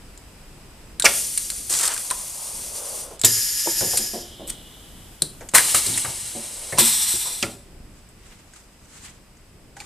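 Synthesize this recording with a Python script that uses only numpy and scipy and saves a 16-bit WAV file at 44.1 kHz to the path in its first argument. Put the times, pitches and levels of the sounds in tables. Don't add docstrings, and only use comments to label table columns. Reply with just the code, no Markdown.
import sys
import numpy as np
from scipy import signal
from scipy.fft import rfft, irfft, next_fast_len
from scipy.io import wavfile
from scipy.ndimage import uniform_filter1d, map_coordinates

SR = 44100
rng = np.random.default_rng(int(sys.argv[2]) if len(sys.argv) > 2 else 0)


def wrap_up_sound(samples):
    columns = np.atleast_2d(samples).T
    tamed = np.clip(columns, -1, 1)
    steps = np.round(tamed * 32767).astype(np.int16)
    wavfile.write(sys.argv[1], SR, steps)


def decibels_to_gain(level_db):
    exponent = np.asarray(level_db, float) / 20
    return 10 ** exponent


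N = 434385

# frequency in Hz, level in dB.
RUMBLE_COLOUR = [(12, -28.5), (20, 0.5), (54, -3.5), (151, -10.5), (184, -10), (258, -13.5), (375, -17.5),
                 (700, -27.5), (910, -52.5), (1540, -120)]
# frequency in Hz, level in dB.
LEAK_COLOUR = [(180, -34), (300, -4.5), (382, -7.5), (641, -7), (2120, -12.5), (2580, -11.5), (4180, -17.5),
               (5000, -23.5), (5600, -20.5), (7250, -16.5), (8120, -13), (12000, -22), (14300, -19.5)]
# frequency in Hz, width in Hz, level in dB.
LEAK_PIPES = [(1990, 22, 0), (2550, 184, -6.5), (5000, 240, 0.5), (7880, 50, 3.5)]
# time in seconds, level in dB.
WORKSHOP_LEVEL = [(0, -49.5), (4.7, -49.5), (8, -53.5), (9.85, -55.5)]
# peak in seconds, level in dB, rise in seconds, fall in seconds.
BENCH_SWAYS = [
    (3.9, -55.5, .4, 0.5),
    (6.8, -57, 0.12, .4),
    (7.7, -52, 0.53, 1),
    (9.85, -54.5, 2.4, 1.),
]
# peak in seconds, level in dB, rise in seconds, fall
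# in seconds.
RUSTLES = [
    (4.51, -42, 0.05, .06),
    (7.99, -56, 0.123, 0.08),
    (8.27, -52.5, 0.096, 0.35),
    (8.56, -50, 0.064, 0.17),
    (8.9, -57, .15, .2),
    (8.97, -52, 0.1, .1),
    (9.05, -43, 0.13, 0.12),
    (9.772, -47, 0.023, 0.16),
    (9.806, -47, 0.017, 0.23),
]
# frequency in Hz, level in dB.
CLOTH_COLOUR = [(470, -36.5), (800, -13), (1130, -9), (1430, -8.5), (3150, -10.5), (5240, -10.5),
                (7840, -4), (13500, -25)]
# peak in seconds, level in dB, rise in seconds, fall in seconds.
SLEEVE_SCUFFS = [
    (8.24, -56, .03, 0.27),
    (8.33, -56.5, 0.095, .1),
    (9.06, -52, 0.18, .15),
]

# start in seconds, peak in dB, clack in dB, t60 in seconds.
SPOOL_SNAPS = [(.9975, -7.5, -11.5, 0.027), (1.3753, -6, -22, 0.032), (1.381, -22, -1, 0.037),
               (1.5015, -15, -4, 0.035), (2.1029, -17.5, -0.5, 0.025), (3.972, -4, -18.5, 0.058),
               (4.4982, -18, -20, 0.018), (5.2203, -5.5, -18, 0.03), (5.863, -12.5, -11, 0.049),
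               (6.784, -5, -11.5, 0.055), (7.2544, -27.5, -16, 0.03847)]
# start in seconds, peak in dB, clack in dB, t60 in seconds.
SOLENOID_SNAPS = [(.1758, -31.5, -16, 0.029), (1.022, -12, -9, 0.041), (3.1916, -31.5, -20, .06),
                  (3.1945, -24.5, -29, .03), (3.2143, -11, -34.5, 0.029), (3.2361, -15.5, 1.5, 0.045),
                  (3.2463, 2.5, -20, 0.062), (5.4884, -22.5, -26.5, 0.032), (9.8025, -32, -8, 0.032)]
# start in seconds, peak in dB, clack in dB, t60 in seconds.
PISTON_SNAPS = [(1.0622, -14, 9, 0.033), (1.939, -14, -29, .016), (5.5487, 0, -7.5, 0.03),
                (5.5638, -4, -10, 0.035), (5.5824, -2.5, -2.5, 0.025), (5.9755, -11, -13, 0.041),
                (6.7236, -24.5, -2.5, 0.055)]
# start in seconds, peak in dB, clack in dB, t60 in seconds.
PLATE_SNAPS = [(1.0437, -6, -12, 0.071), (1.8775, -9, -22, .02), (1.9775, -15.5, -15, 0.02),
               (2.1099, -7.5, -12.5, 0.024), (5.5144, -36.5, -15.5, 0.049), (5.5367, -15.5, -11, 0.053),
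               (5.7449, -5.5, -12.5, 0.052), (6.0464, -28.5, 2, 0.059)]
# start in seconds, peak in dB, clack in dB, t60 in seconds.
LATCH_SNAPS = [(1.918, -18, -21, 0.023), (3.8077, -18, -10.5, .059), (5.407, -38.5, 0, 0.09),
               (8.536, -37, -9, 0.036), (9.3685, -46.5, -12, 0.048), (8.855, -46, -13, .03),
               (9.7672, -36, -4, .04)]
# start in seconds, peak in dB, clack in dB, t60 in seconds.
STOP_SNAPS = [
    (1.0505, -8, -8, .03),
    (1.0535, -0.5, -4.5, 0.051),
    (6.7752, -17, -9, 0.0726),
    (7.4258, -13, -7.5, 0.042),
]
# start in seconds, peak in dB, top ring in dB, t60 in seconds.
BLEED_SPITS = [(3.2145, -24, 4, .025), (3.2475, -15.5, 8.5, 0.055), (5.5495, -14, 4, .06),
               (4.4716, -30, -2, .014), (4.4765, -23, -3, .014), (4.480, -27, -3, .012),
               (4.484, -25, -2, .012), (4.4875, -27, -3, .014), (4.4915, -29, -3, .012),
               (4.495, -24, -4, .014), (4.501, -17.5, -8, 0.015), (4.5035, -19, -8, .025)]
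# start in seconds, peak in dB, clack in dB, t60 in seconds.
CHAIN_SNAPS = [(1.7064, -16, -10, .02), (1.7254, -11, -10, .02), (1.7394, -15, -10, .016),
               (1.7504, -13, -10, .02), (1.7964, -14, -10, .02), (1.8104, -12, -10, .016),
               (1.8374, -11, -10, .016), (1.8544, -16, -10, .016), (1.8914, -17, -10, .016),
               (1.9434, -15, -12, .016), (1.9634, -20, -12, .016)]
# start in
# seconds, peak in dB, frequency in Hz, t60 in seconds.
PURE_NOTES = [(9.8025, -30.5, 2400, 0.043), (9.8025, -32, 4400, 0.033), (9.82, -37, 2000, .03),
              (1.055, -14, 1400, .06), (1.965, -28, 1580, .02), (6.724, -28, 1800, .04),
              (5.582, -12, 1700, .04), (5.2205, -10, 9400, .03), (.998, -17, 4200, .02),
              (1.0, -30, 1600, 0.056), (1.0222, -16, 3650, .035), (1.38, -32, 2200, 0.034),
              (1.502, -31, 2300, 0.027), (1.519, -37, 1300, .03), (1.528, -44, 670, .04),
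              (3.245, -27, 500, .06), (3.673, -23.5, 340, 0.062), (3.673, -25.5, 960, .03),
              (3.935, -29, 494, .03), (7.431, -17.5, 2110, .04), (7.428, -25.5, 1395, .08),
              (9.767, -38, 790, .06), (9.803, -36, 810, 0.077), (4.138, -28.5, 716, .1),
              (6.786, -22.5, 232, 0.16), (6.786, -27, 357, 0.13), (7.427, -20, 4500, .025),
              (7.427, -17, 8600, .025), (2.111, -21, 1047, 0.041), (5.2205, -10, 4000, 0.021),
              (5.225, -42, 4160, 0.22), (5.542, -13, 1070, 0.14), (5.552, -8.5, 1530, 0.08),
              (5.4885, -22, 6730, .03), (8.0893, -40, 8100, .04), (5.94, -22, 3800, 0.051),
              (6.776, -20.5, 1004, 0.049), (7.256, -31.5, 960, 0.076), (7.427, -12.5, 3220, 0.027)]

# start in seconds, peak in dB, deep thump in dB, t60 in seconds.
FEET_BLOWS = [
    (3.239, -21.5, -9, 0.17),
    (5.22, -28, -12.5, 0.14),
    (5.868, -31, -4, 0.51),
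    (7.139, -29.5, -8.5, 0.083),
    (7.427, -21.5, -16, 0.26),
]
# start in seconds, peak in dB, deep thump in dB, t60 in seconds.
BED_BLOWS = [
    (1.702, -35.5, -18, 0.3),
    (3.826, -24.5, -16, 0.22),
    (3.992, -29.5, -18, 0.21),
    (4.136, -27, -32, 0.35),
    (4.397, -32, -27.5, 0.42),
    (6.351, -29, -20.5, 0.3),
]
# start in seconds, peak in dB, deep thump in dB, t60 in seconds.
ARM_BLOWS = [(1.042, -15, -40.5, 0.19), (3.112, -35, -21, 0.18), (3.66, -30, -25, .1),
             (3.6725, -17.5, -29, 0.04), (3.81, -25.5, -8, 0.31), (3.934, -25.5, -15, 0.11),
             (5.41, -33.5, -25, 0.18), (5.743, -24.5, -11.5, 0.18), (6.725, -25.5, -9.5, 0.29)]
# start in seconds, peak in dB, deep thump in dB, t60 in seconds.
HOOD_BLOWS = [(1.05, -17.5, -40.5, 0.19), (3.243, -19, -33, 0.086), (2.108, -31, -22, .12),
              (5.537, -17, -15, 0.27), (6.046, -30, -8.5, 0.43), (6.784, -13.5, -17, 0.12),
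              (7.252, -35, -21, 0.5), (7.43, -30, -30, 0.22)]
# frequency in Hz, level in dB, t60 in seconds.
FRAME_MODES = [(231, -6, 0.15), (346.5, -5, 0.39), (481, -9, 0.2), (562, -2.5, 0.12), (710, -6.5, 0.19)]
# frequency in Hz, level in dB, t60 in seconds.
BENCH_MODES = [(62, -9.5, 0.23), (112, 5.5, 0.47), (142.3, -3, 0.23)]

# time in seconds, jet level in dB.
VENT_PRESSURES = [
    [(1.07, -22), (1.37, -28), (1.69, -33.5), (1.8, -33.5), (1.92, -30), (2.5, -31.5), (3.01, -30.5),
     (3.08, -41), (3.16, -46)],
    [(3.26, -16.5), (3.294, -19.5), (3.394, -21), (3.472, -23), (3.66, -22), (3.966, -22.5), (4.134, -30),
     (4.42, -56)],
    [(5.553, -9), (5.6, -17.5), (5.741, -21.5), (5.75, -13.5), (5.81, -22.5), (5.994, -24.5), (6.102, -29),
     (6.588, -34), (6.78, -32.5)],
    [(6.795, -8.5), (6.827, -15), (6.931, -18), (7.2, -22.5), (7.361, -29.5), (7.435, -30.5), (7.507, -39),
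     (7.66, -60)],
]
# frequency in Hz, level in dB.
JET_COLOURS = [
    [(530, -47), (900, -31.5), (1820, -24), (2140, -22.5), (4800, -7.5), (6330, -3), (9260, 0.5),
     (10300, -3.5), (14200, -8)],
    [(530, -62), (900, -29), (1460, -20.5), (1680, -9.5), (2400, -17.5), (2990, -11.5), (4550, -11),
     (4900, 2.5), (6040, -2.5), (7440, -3), (8450, -2.5), (11500, -2.5), (12900, -5.5), (14200, -8.5)],
    [(530, -21), (900, -11.5), (1160, -16), (1450, -15.5), (1880, -11.5), (2540, -10), (3000, -7),
     (4230, -5), (6190, -2), (8950, 4.5), (12500, -5), (14200, -7.5)],
    [(410, -46.5), (700, -24), (935, -16), (1160, -22), (2440, -13.5), (2690, -14), (4030, -4), (4570, -7),
     (5590, -1), (6420, -8.5), (8060, 4), (11000, -3.5), (11900, -8), (12800, -3), (14200, -9)],
]
# frequency in Hz, width in Hz, level in dB.
SILENCER_PIPES = [
    [(8220, 65, -2), (8510, 50, -4), (9450, 44, 0), (9440, 170, 3), (13700, 66, -10)],
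    [(5100, 130, -1), (5400, 200, -5), (6950.8, 150, 4.5), (8890, 130, 0), (10350, 130, 0), (11410, 230, 3)],
    [(4100, 49, -2), (5400, 75, -5), (8050, 50, 0.5), (8980, 130, 4), (9250, 23, -1), (9860, 100, 2),
     (10800, 50, -0.5), (12160, 50, -3.5), (10300, 110, 0.5), (13450, 200, -0.5)],
    [(3620, 160, -13), (4120, 83, -6), (5730, 63, -7.5), (8190, 170, 4.5), (8830, 50, -0.5),
     (10300, 110, -14), (11830, 120, -1), (13820, 150, -5)],
]
# frequency in Hz, width in Hz, level in dB.
LATE_SILENCER_PIPES = [
    [(9390, 100, 4), (8190, 65, 1), (6100, 60, -7.5), (9800, 55, -4)],
    [(5000, 110, 4.5), (5650, 100, 2), (6950, 135, 1.5), (8610, 80, -0.5), (11300, 200, 1.5)],
    [(4090, 70, -4.5), (5220, 50, -3.5), (8060, 74, 7.5), (8950, 70, -1.5), (9550, 200, -1.5),
     (10300, 80, 2.5)],
    [(3630, 100, -6.5), (4060, 70, -2.5), (5750, 60, -5), (7820, 40, 2), (8190, 149, 1.5), (10300, 60, 0),
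     (11800, 90, -0.5)],
]
# steady level in dB under the jet, opening blast in dB under it,
# blast t60 in seconds.
JET_BODIES = [(-20, -7, 0.27), (-18.5, -33, 0.27), (-15, -22.5, 0.45), (-16, -18, 0.48)]

# frequency in Hz, level in dB.
LINK_COLOUR = [(1180, -43), (2000, -21), (3300, -9.5), (5030, -2.5), (6130, -1.5), (8440, 4.5),
               (13500, -10.5), (14300, -13)]
# time in seconds, level in dB.
ROLLS = [
    [(1.95, -53), (2.1, -53.5), (2.66, -48.5), (2.88, -42.5), (3.07, -47.5), (3.2, -53.5)],
    [(6.1, -75), (6.4, -52.5), (6.72, -47.5)],
]
# frequency in Hz, level in dB.
RAIL_COLOUR = [(180, -38.5), (300, -7), (563, 6), (762, -2), (1070, -3.5), (1600, -13), (2080, -32.5),
               (3520, -120)]
# frequency in Hz, level in dB.
BLADE_COLOUR = [(2000, -43), (2750, -20.5), (2900, 4.5), (3500, 3.5), (4300, -7), (5000, -41.5),
                (8000, -89.5)]

# frequency in Hz, t60 in seconds.
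ROOM_DECAY = [(200, 0.74), (2000, 0.28), (10000, 0.29)]
# frequency in Hz, likeness from 0 to 1.
NEAR_ALIKE = [(60, .987), (2400, .98), (3100, .999), (4200, .985), (5500, .95), (6800, .86), (9000, .8),
              (14000, .66)]
# frequency in Hz, likeness from 0 to 1.
AROUND_ALIKE = [(60, 0.98), (180, 0.91), (540, 0.8), (1630, 0.53), (4900, 0.15), (14700, 0.076)]
# frequency in Hz, lead in radians.
PORT_LEAD = [(5800, 0), (7200, .6), (8800, 1.), (14000, .8)]
# frequency in Hz, level in dB.
PORT_TILT = [(60, 0.5), (150, -0.5), (380, -0.5), (940, 0), (2350, -0.5), (5890, -1), (14700, 5)]


def unit(x):
    return x / np.sqrt(np.mean(x ** 2) + 1e-20)


def along(points, hz):
    f, v = np.transpose(points)
    return np.interp(np.log(hz + 1), np.log(f + 1), v)


def fader(rows, fade=0.004):
    s, db = np.transpose(rows)
    t = np.arange(N) / SR
    gate = np.clip(np.minimum(t - s[0], s[-1] - t) / fade + 1, 0, 1)
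    return gate * decibels_to_gain(np.interp(t, s, db))


def held(start, end, db, rise, fall):
    t = np.arange(N) / SR
    outside = np.maximum((start - t) / rise, (t - end) / fall)
    return decibels_to_gain(db - 20 * np.maximum(0, outside))


def swells(rows):
    return sum(held(s, s, db, rise, fall) for s, db, rise, fall in rows)


def wobble(rate):
    knots = rng.standard_normal(int(N * rate / SR) + 4)
    return map_coordinates(knots, [np.arange(N) * rate / SR])


def ripple(step_hz):
    knots = rng.standard_normal(int(SR / step_hz) + 4)
    return lambda f: map_coordinates(knots, [f / step_hz])


def filtered(x, response):
    m = next_fast_len(x.shape[-1] + 4096)
    spectrum = rfft(x, m) * response(np.fft.rfftfreq(m, 1 / SR))
    return irfft(spectrum, m)[..., :x.shape[-1]]


def hump(f, hz, width):
    return 1j * f * width / (hz * hz - f * f + 1j * f * width)


def colour(spectrum, pipes=(), pipe_db=0):
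    def gain(f):
        power = decibels_to_gain(2 * along(spectrum, f))
        for hz, width, db in pipes:
            power = power + decibels_to_gain(2 * (db + pipe_db)) * abs(hump(f, hz, 2 * width)) ** 2
        return np.sqrt(power)
    return gain


def rush(response, flutter_db=0.0, rate=40):
    noise = filtered(rng.standard_normal((2, N)), response)
    return unit(noise * decibels_to_gain(flutter_db * wobble(rate)))


def blow(t, t60, spike, response):
    swell = 1 - np.exp(-t * 80 / t60)
    push = rng.standard_normal((2, len(t))) * decibels_to_gain(-60 * t / t60) * swell
    push[:, 8] += spike * np.array([1, 0.5 * rng.normal()])
    sound = filtered(push, response)
    return sound / abs(sound[0]).max()


def place(out, s, sound):
    start = round(s * SR)
    out[:, start:start + sound.shape[1]] += sound


def workshop():
    near = fader(WORKSHOP_LEVEL)
    rumble_gain = decibels_to_gain(2.5) * near + swells(BENCH_SWAYS)
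    rumble = rumble_gain * rush(colour(RUMBLE_COLOUR), flutter_db=2.14, rate=5)
    leaks = near * rush(colour(LEAK_COLOUR, LEAK_PIPES, pipe_db=-11.5))
    cloth = swells(RUSTLES) * rush(colour(CLOTH_COLOUR), flutter_db=2.5, rate=60)
    scuff = swells(SLEEVE_SCUFFS) * rush(lambda f: hump(f, 2100, 1800), flutter_db=3.0, rate=60)
    seep_gain = held(start=4.5, end=7, db=-51.5, rise=1, fall=0.5)
    seep = seep_gain * rush(lambda f: hump(f, 9160, 9000) ** 2)
    whistle_gain = held(start=5, end=4.5, db=-50.5, rise=0.5, fall=0.1)
    whistle = whistle_gain * rush(lambda f: hump(f, 8600, 300))
    return rumble + leaks + cloth + seep + whistle + scuff


def clicks():
    parts = [  # snaps, ring Hz, clack Hz
        (SPOOL_SNAPS, 9300, 4250), (SOLENOID_SNAPS, 7600, 3750), (PISTON_SNAPS, 9800, 1980),
        (PLATE_SNAPS, 8850, 1200), (LATCH_SNAPS, 6600, 1550), (STOP_SNAPS, 5300, 2600),
        (BLEED_SPITS, 9000, 12000), (CHAIN_SNAPS, 8930, 6200)]
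    out = np.zeros((2, N + SR))
    t = np.arange(SR // 5) / SR

    def hardness(t60):
        return min((0.035 / t60) ** 2, 1)

    for snaps, ring_hz, clack_hz in parts:
        def ring_and_crack(f):
            ring = 1.02 * hump(f, ring_hz, 0.22 * ring_hz)
            crack = 0.62 * hump(f, 8310, 6000) ** 2
            return (ring - crack) / (1 + (f / 11500) ** 6)

        def dull_clack(f):
            crack = 0.42 * hump(f, max(clack_hz, 2000), 2300) ** 2
            return hump(f, clack_hz, 0.19 * clack_hz) - crack

        for s, db, clack_db, t60 in snaps:
            bright = blow(t, t60, 3.2 * hardness(t60), ring_and_crack)
            clack = blow(t, 1.3 * t60, 9 * hardness(t60), dull_clack)
            place(out, s, decibels_to_gain(db + 0.5) * bright + decibels_to_gain(db + clack_db + 4.5) * clack)
    for s, db, hz, t60 in PURE_NOTES:
        note = blow(t, 1.26 * t60, 9 * hardness(t60), lambda f: hump(f, hz, 0.075 * hz))
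        place(out, s, decibels_to_gain(db) * note)
    return out[:, :N]


def thuds():
    struck = [  # blows, knock Hz, share of frame ring
        (FEET_BLOWS, 246, 0.6), (BED_BLOWS, 357, 0.96), (ARM_BLOWS, 605, 0.6), (HOOD_BLOWS, 1120, 0.35)]
    out = np.zeros((2, N + SR))
    t = np.arange(SR // 2) / SR

    def ring(modes, f):
        return sum(decibels_to_gain(db + rng.normal(0, 4.0)) * hump(f, hz, 4.9 / t60) for hz, db, t60 in modes)

    for blows, knock_hz, share in struck:
        def frame_knock(f):
            body = hump(f, knock_hz, 0.85 * knock_hz) - 0.59 * hump(f, 460, 620)
            return (share * ring(FRAME_MODES, f) + body) / (1 + 1j * f / 900) ** 2

        for s, db, deep_db, t60 in blows:
            knock = blow(t, t60, 11.1, frame_knock)
            thump = blow(t, t60, 13, lambda f: ring(BENCH_MODES, f) / (1 + 1j * f / 220))
            place(out, s, decibels_to_gain(db + 1.5) * knock + decibels_to_gain(db + deep_db + 5.5) * thump)
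    return out[:, :N]


def vents():
    late_drop_db = 16
    out = np.zeros((2, N))
    valves = zip(VENT_PRESSURES, JET_BODIES, JET_COLOURS, SILENCER_PIPES, LATE_SILENCER_PIPES)
    for rows, (body_db, blast_db, blast_t60), jet, pipes, late_pipes in valves:
        tone = colour(jet, pipes, pipe_db=2.5)
        late_tone = colour(jet, late_pipes, pipe_db=2.5)
        comb = ripple(45)
        air = rush(lambda f: tone(f) * decibels_to_gain(2.1 * comb(f)), flutter_db=0.87, rate=37)
        pressure = fader(rows, fade=0.014)

        drop = (pressure.max() / (pressure + 1e-9)) ** 2
        late = np.sqrt(np.clip(drop / decibels_to_gain(2 * late_drop_db), 0, 1))
        late_air = filtered(air, lambda f: late_tone(f) / tone(f))
        air += late * (late_air - air)

        body = filtered(air, lambda f: 1 / (1 + (f / 3300) ** 8))
        top = filtered(air, lambda f: 1 / (1 + (11500 / (f + 1)) ** 8))
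        since = np.maximum(np.arange(N) / SR - rows[0][0], 0)
        body_gain = decibels_to_gain(body_db) + decibels_to_gain(blast_db - 60 * since / blast_t60)
        dulling = 1 - (pressure / pressure.max()) ** 0.22
        out += pressure * (air - body - dulling * top + body_gain * unit(body))
    return out


def table():
    t = np.arange(N) / SR
    spark_level = decibels_to_gain(np.minimum(3 * rng.exponential(size=N), 9))
    sparks = (rng.random(N) < 450 / SR) * spark_level
    tick_gate = 1.9 + unit(filtered(sparks, lambda f: 1 / (1 + 1j * f / 250)))
    ticks = unit(tick_gate * rush(colour(LINK_COLOUR)))
    scrape = rush(lambda f: hump(f, 1250, 1600), flutter_db=-2.0, rate=85)
    jerk_gain = held(start=1.701, end=1.88, db=-21.5, rise=0.02, fall=0.024)
    trail_gain = held(start=1.89, end=1.9, db=-33, rise=0.02, fall=0.3)
    scrape_gain = held(start=1.87, end=1.9, db=-31.5, rise=0.55, fall=0.13)
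    chain = np.maximum(jerk_gain, trail_gain) * ticks + scrape_gain * scrape

    under_s, glide_s, open_hz = 2.54, 0.25, 1020
    rails = rush(colour(RAIL_COLOUR), flutter_db=1.0, rate=16)
    open_rails = decibels_to_gain(2.5) * unit(filtered(rails, lambda f: hump(f, open_hz, open_hz / 2)))
    under = np.clip((t - under_s) / glide_s + 0.5, 0, 1)
    roll_gain = sum(fader(rows, fade=0.042) for rows in ROLLS)
    drone = roll_gain * (under * rails + (1 - under) * open_rails)
    return (t > 1.695) * chain + drone


def squeegee():
    stroke = held(start=4.5, end=4.5, db=-47, rise=2, fall=1.04)
    return stroke * rush(colour(BLADE_COLOUR), flutter_db=-0.5, rate=27)


def room(x):
    hz, t, z = signal.stft(rng.standard_normal((2, SR // 2)), SR, nperseg=256)
    decay = decibels_to_gain(-60 * t / along(ROOM_DECAY, hz)[:, None])
    tail = signal.istft(z * decay, SR, nperseg=256)[1]
    delayed = np.pad(x, ((0, 0), (300, 0)))
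    return signal.fftconvolve(delayed, tail / np.linalg.norm(tail[0]), axes=1)[:, :N]


def ports(pair, alike):
    def mid_side(f):
        turn = np.arccos(np.clip(along(alike, f), -1, 1)) / 2
        return np.array([np.cos(turn), np.sin(turn)])

    jag = ripple(300)

    def left_right(f):
        lead = along(PORT_LEAD, f) * (1 + 0.25 * jag(f))
        half = decibels_to_gain(along(PORT_TILT, f) / 2) * np.exp(0.5j * lead)
        return np.array([half, 1 / half])

    mid, side = filtered(pair, mid_side)
    return filtered(np.array([mid + side, mid - side]), left_right)


def ducking(loud):
    depth_db, from_db, window_s = 2.5, -28.5, 0.13
    level = np.sqrt(abs(uniform_filter1d(loud[0] ** 2, size=round(window_s * SR))))
    return decibels_to_gain(-depth_db * level / (level + decibels_to_gain(from_db)))


def scene():
    hits = clicks() + thuds()
    steady = vents() + table() + squeegee()
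    machine = hits + steady + room(decibels_to_gain(-12.0) * hits + decibels_to_gain(-15.5) * steady)
    around = ducking(machine) * ports(workshop(), AROUND_ALIKE)
    return ports(machine, NEAR_ALIKE) + around


def band_limit(x):
    return signal.sosfilt(signal.butter(12, 15330, fs=SR, output="sos"), x)


def record(dry):
    limited = filtered(dry, lambda f: np.clip((14200 - f) / 250 + 0.5, 0, 1))
    mix = limited / (1 + abs(limited) ** 20) ** (1 / 20)
    return band_limit(mix)


dry = scene()
out = record(dry)
wrap_up_sound(out)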